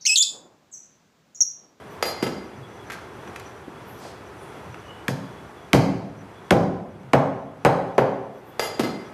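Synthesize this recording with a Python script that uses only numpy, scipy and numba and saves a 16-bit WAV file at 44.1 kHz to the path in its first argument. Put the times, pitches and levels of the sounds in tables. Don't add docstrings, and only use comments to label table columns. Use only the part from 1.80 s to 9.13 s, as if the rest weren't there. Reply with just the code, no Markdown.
import sys
import numpy as np
from scipy import signal
from scipy.fft import rfft, irfft
from scipy.io import wavfile
from numba import njit

SR = 44100
rng = np.random.default_rng(int(sys.argv[2]) if len(sys.argv) > 2 else 0)


def wav_out(sig):
    wavfile.write(sys.argv[1], SR, np.round(np.clip(np.atleast_2d(sig).T, -1, 1) * 32767).astype(np.int16))


N = 323416

# start in seconds, force on the block in dB, cushion of meat under the edge
# from 0 to 1, bone crack in dB, crack length in seconds, blade ring in dB.
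STROKES = [(3.2817, -23.5, 1, -22.5, 0.0024, -42), (3.9320, 3, 0.79, -4.5, 0.0021, -32),
           (4.7067, 5.5, 0.66, -10.5, 0.016, -48), (5.3328, 5, 0.29, -15.5, 0.0049, -46),
           (5.8494, 4, .1, -12, 0.0022, -54), (6.18, 1.5, 0.15, -22, .002, -36)]
# pitch in Hz, relative level in dB, 60 dB decay time in seconds.
BLADE_MODES = [(1292, -3, .3), (2075, 0, .27), (4190, -5.5, .22), (4793, 4.5, .34), (5380, -10, .28),
               (6732, -7, .26), (10822, -6, .22), (12903, -4.5, .24), (1464, -11, .25), (1680, -8, .25),
               (2035, -3, .2), (2832, -6, .22), (3155, -9, .25), (3424, -10, .2), (4958, -7, .18),
               (5800, -12, .15), (6971, -12, .22), (7560, -12, .2), (8936, -11, .15), (9820, -14, .2),
               (11560, -14, .2)]
# frequency in Hz, gain in dB.
SPLINTER_COLOUR = [(100, -55), (800, 5.5), (2000, 14.5), (3200, 11), (5300, 9.5), (8000, 4), (12000, 5),
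                   (16000, -11)]


def chops():
    # frequency in Hz, gain in dB.
    thump_colour = [(30, -65), (60, -17.5), (110, -2), (180, 3.5), (260, -1), (360, -2.5), (550, -10.5),
                    (1000, -16.5), (2000, -37.5), (6000, -35), (16000, -66)]
    knock_colour = [(40, -36.5), (150, -18), (300, -5.5), (420, 4), (560, 3.5), (720, 0), (1000, -4),
                    (1800, -11.5), (3000, -23), (6000, -46.5), (16000, -43)]
    # pitch in Hz, relative level in dB, 60 dB decay time in seconds.
    bench_modes = [(71, -9, 0.26), (104.75, -7, 1), (141.6, 2, 0.3), (180, -1.5, 0.16), (197.5, -3, 0.21),
                   (229, -21, 0.34), (271, 4.5, 0.36), (353, 6, 0.12), (384, -0.5, 0.2)]
    block_modes = [(275, -5, .5), (404, -2, .14), (522, 0, .3), (543, -1, .26), (590, -2, .14),
                   (633, 1, .14), (720, 1, .14), (764, -3, .2), (833, -4, .14), (1033, -7, .14),
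                   (1253, -8, .18)]
    out = np.zeros(N)
    for at, force_db, cushion, crack_db, length, _ in STROKES:
        landing = at + travel_time(cushion)
        splinter_db = crack_db - 8.5
        splinters = colour(fracture(length, unevenness=.3), SPLINTER_COLOUR)
        add(out, at, blow(splinters, splinter_db))
        patter = colour(fracture(.025, unevenness=.3), SPLINTER_COLOUR)
        add(out, landing, blow(patter, splinter_db - 3.9))
        thump = blow(colour(rattle(t60=0.089), thump_colour), 0)
        thump += blow(ring(bench_modes, unevenness=0.18), -3.5)
        knock = blow(colour(rattle(t60=0.15), knock_colour), 0)
        knock += blow(ring(block_modes, unevenness=0.058), -4.5)
        thump_db, knock_db = -12.5 + 14 * cushion, -6.5 * cushion
        add(out, landing, undb(force_db) * (thump * undb(thump_db) + knock * undb(knock_db)))
    return out


def travel_time(cushion):
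    return .0007 + .0043 * cushion


def bone_cracks():
    out = np.zeros(N)
    for at, _, _, crack_db, length, _ in STROKES:
        snaps = fracture(length, unevenness=.3)
        add(out, at, blow(bandpass(snaps, hz=1850, q=1.4), crack_db))
    return out


def bench_contacts():
    # start in seconds, level in dB.
    set_downs = [(0.2257, -2), (6.7948, 1.5)]
    # delay in seconds, clack in dB, blade ring in dB,
    # tilt of the ring in dB per octave, handle thud in dB.
    touches = [(0, -16.5, -19, -1.5, -34.5), (.029, -29, -21, 1.5, -33.5), (.2, -40.5, -28.5, -2, -14.5),
               (.24, -36, -28.5, -4.5, -23.5)]
    return [(at + delay, db + clack_db, db + ring_db, tilt, db + thud_db)
            for at, db in set_downs for delay, clack_db, ring_db, tilt, thud_db in touches]


def set_down():
    # frequency in Hz, gain in dB.
    clack_colour = [(40, -6), (200, -24.5), (450, 9), (800, 4), (1400, -1), (2500, -2.5), (4000, -11),
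                    (7000, -12.5), (12000, -27), (16000, -64)]
    handle_colour = [(40, -50), (110, -13), (200, 0.5), (370, 0.5), (560, -8.5), (1200, -15.5), (2500, -21),
                     (16000, -39)]
    out = np.zeros(N)
    for at, clack_db, ring_db, _, thud_db in bench_contacts():
        add(out, at, blow(colour(rattle(t60=0.037), clack_colour), clack_db))
        chatter = colour(fracture(.07, unevenness=.4), SPLINTER_COLOUR)
        add(out, at, blow(chatter, ring_db - 13))
        add(out, at, blow(colour(rattle(t60=0.13), handle_colour), thud_db))
    return out


def blade_ring():
    out = np.zeros(N)
    for at, _, ring_db, tilt, _ in bench_contacts():
        modes = [(hz, db + tilt * np.log2(hz / BLADE_MODES[0][0]), t60) for hz, db, t60 in BLADE_MODES]
        twins = [(hz + 19, db - 10, t60) for hz, db, t60 in modes]
        add(out, at, blow(ring(modes + twins, unevenness=.15), ring_db))
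    high_modes = [(hz, db, t60) for hz, db, t60 in BLADE_MODES if hz > 4500]
    for at, _, cushion, _, _, ring_db in STROKES:
        grip_s = 0.029 * (1 - cushion) ** 2
        freed = at + travel_time(cushion) + grip_s
        add(out, freed, blow(ring(high_modes, unevenness=.15), ring_db))
    return out * np.exp(.25 * wander(per_second=70))


def shifting_ribs():
    # start in seconds, length in seconds, level in dB, bright crackle in dB relative to that.
    squelches = [(1.1, 0.011, -31, -10), (1.118, 0.026, -35, -1), (1.473, 0.011, -43.5, -12),
                 (1.559, 0.01, -36.5, -3.5), (1.597, 0.0049, -51, 7.5), (2.944, 0.0024, -40, -20),
                 (5.233, .0033, -49, -14)]
    # start in seconds, level in dB, centre in Hz.
    bumps = [(.775, -36.5, 120), (1.468, -42.5, 258), (1.876, -33, 284), (2.250, -35.5, 590),
             (2.868, -36, 102), (5.236, -33, 138)]
    out = np.zeros(N)
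    for at, length, db, crackle_db in squelches:
        snaps = fracture(length, unevenness=0.55)
        add(out, at, blow(bandpass(snaps, hz=1640, q=1.03), db))
        add(out, at, blow(colour(snaps, SPLINTER_COLOUR), db + crackle_db))
    for at, db, hz in bumps:
        add(out, at, blow(bandpass(rattle(t60=0.09), hz, q=1.4), db))
    return out


def handling():
    # start in seconds, length in seconds, level in dB, centre in Hz.
    slides = [(.074, .12, -55, 12800), (2.013, 0.28, -46, 12200), (2.518, 0.25, -49.5, 9700),
              (6.476, .44, -46, 13240)]
    lift_at, lift_s = 2.096, .28
    out = np.zeros(N)
    for at, length, db, hz in slides:
        add(out, at, swish(length, db, hz, width_hz=2500))
    add(out, lift_at, swish(lift_s, db=-40, hz=4450, width_hz=6000))
    add(out, lift_at + lift_s / 2, blow(ring(BLADE_MODES, unevenness=0.44), -52))
    return out


def whistle():
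    # start in seconds, length in seconds, level in dB, centre in Hz, width in Hz.
    note = (3, 0.2, -40.5, 2954, 86)
    out = np.zeros(N)
    add(out, note[0], swish(*note[1:]))
    return out


def room(x):
    # frequency in Hz, gain in dB.
    tail_colour = [(60, -2.5), (160, 3), (350, -2.5), (700, 1.5), (1500, -3.5), (2500, -4.5), (5000, -2),
                   (14000, -11)]
    # delay in seconds, level in dB, upper edge in Hz.
    far_wall = (0.21, -20.5, 256)
    bass_t60_s, shortening_per_octave, air_absorption_hz = 0.82, 0.075, 21000
    t = clock(1.4)
    spectrum = rfft(rng.standard_normal(len(t)))
    octave = np.log2(np.clip(np.arange(len(spectrum)) * SR / len(t), 125, 16000) / 125)
    tail = 0
    for k in range(8):
        hz = 125 * 2 ** k
        t60 = bass_t60_s * 2 ** (-shortening_per_octave * k) / (1 + (hz / air_absorption_hz) ** 2)
        build_s = 0.0032 + 1.0 / hz
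        envelope = np.exp(-np.log(1000) * t / t60) * (1 - np.exp(-(t / build_s) ** 2))
        band = irfft(spectrum * np.maximum(1 - np.abs(octave - k), 0), len(t))
        tail = tail + band * envelope / np.linalg.norm(envelope)
    wet = signal.fftconvolve(x, colour(tail, tail_colour))[:N]
    delay, echo_db, edge_hz = far_wall
    echo = signal.sosfilt(signal.butter(4, edge_hz, fs=SR, output="sos"), x)
    add(wet, delay, undb(echo_db) * echo)
    return wet


def street():
    # frequency in Hz, gain in dB.
    wash_colour = [(25, -40), (60, -4), (110, -1), (200, -4.5), (290, -5), (390, 1), (520, -6), (900, -5),
                   (1500, -10), (2500, -18), (4300, -27.5), (7000, -32), (11000, -34), (16000, -43)]
    # centre in Hz, width in Hz, level in dB.
    chirrs = [(3378, 100, -68), (5920, 300, -71)]
    wash = colour(rng.standard_normal(N), wash_colour)
    chirring = sum(hiss(hz, width_hz) * undb(db) for hz, width_hz, db in chirrs)
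    wash_db = -41 + 1.15 * wander(per_second=5.41)
    return wash / np.std(wash) * undb(wash_db) + chirring


def ring(modes, unevenness):
    t = clock(1.2)
    chance = rng.standard_normal((len(modes), 2))
    out = np.zeros(len(t))
    for (hz, db, t60), (spot, side) in zip(modes, chance):
        strength = np.sign(side) * undb(db) * np.exp(unevenness * spot)
        out += strength * np.exp(-np.log(1000) * t / t60) * np.sin(2 * np.pi * hz * t)
    return out


def rattle(t60):
    t = clock(1.2)
    fade = np.exp(-np.log(1000) * t / t60)
    spectrum = rfft(rng.standard_normal(len(t)) * fade)
    return irfft(spectrum / np.abs(spectrum), len(t)) * np.sqrt(fade)


def fracture(length, unevenness):
    t = clock(.3)
    sizes = np.repeat(rng.standard_normal(len(t)), 16)[:len(t)]
    return rng.standard_normal(len(t)) * np.exp(unevenness * sizes - (t / length) ** 2)


def swish(length, db, hz, width_hz):
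    swell = np.hanning(int(length * SR))
    return blow(hiss(hz, width_hz)[:len(swell)] * swell, db)


def hiss(hz, width_hz):
    band = bandpass(rng.standard_normal(N), hz, q=hz / width_hz)
    return band / np.std(band) * np.exp(0.86 * wander(per_second=27))


def wander(per_second):
    return np.interp(np.arange(N) / SR * per_second, np.arange(1000), rng.standard_normal(1000))


def bandpass(x, hz, q):
    peak = signal.iirpeak(hz, q, fs=SR)
    return signal.lfilter(*peak, signal.lfilter(*peak, x))


def colour(x, points, size=4096):
    hz, db = np.transpose(points)
    bin_hz = np.maximum(np.arange(size // 2 + 1) * SR / size, 1)
    gain = undb(np.interp(np.log(bin_hz), np.log(hz), db))
    cepstrum = irfft(np.log(gain))
    cepstrum[1:size // 2] *= 2
    cepstrum[size // 2 + 1:] = 0
    impulse = irfft(np.exp(rfft(cepstrum)))
    return signal.fftconvolve(x, impulse)[:len(x)]


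def blow(x, db):
    return x * undb(db) * np.sqrt(SR / 100 / np.sum(x ** 2))


def add(out, at, x):
    i = int(at * SR)
    out[i:i + len(x)] += x[:len(out) - i]


def undb(db):
    return 10 ** (np.asarray(db) / 20)


def clock(seconds):
    return np.arange(int(seconds * SR)) / SR


@njit
def follow(x, attack, release):
    out, level = np.empty(len(x)), 0.
    for i in range(len(x)):
        level += (abs(x[i]) - level) * (attack if abs(x[i]) > level else release)
        out[i] = level
    return out


def hold_down(x, threshold, attack_s, release_s):
    envelope = follow(x, 1 / (attack_s * SR), 1 / (release_s * SR))
    return x / np.maximum(envelope / threshold, 1)


def scene():
    work = chops() + set_down() + blade_ring() + shifting_ribs() + handling() + whistle()
    bone = bone_cracks()
    reverberation = room(work + undb(-11) * bone)
    return (work + bone + reverberation + street())[None]


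def record(dry):
    # frequency in Hz, gain in dB.
    microphone = [(20, -33), (45, 0.5), (80, 0.5), (12500, -2), (14500, -6), (16000, -23)]
    low_cut = signal.butter(2, 55, "high", fs=SR, output="sos")
    high_cut = signal.ellip(8, .2, 70, 15600, fs=SR, output="sos")
    ducked = hold_down(dry[0], threshold=0.31, attack_s=0.013, release_s=0.7)
    limited = hold_down(ducked, threshold=.7, attack_s=.00004, release_s=.006)
    coloured = colour(signal.sosfilt(low_cut, limited), microphone)
    return signal.sosfilt(high_cut, coloured)[None]


dry = scene()
out = record(dry)
wav_out(out)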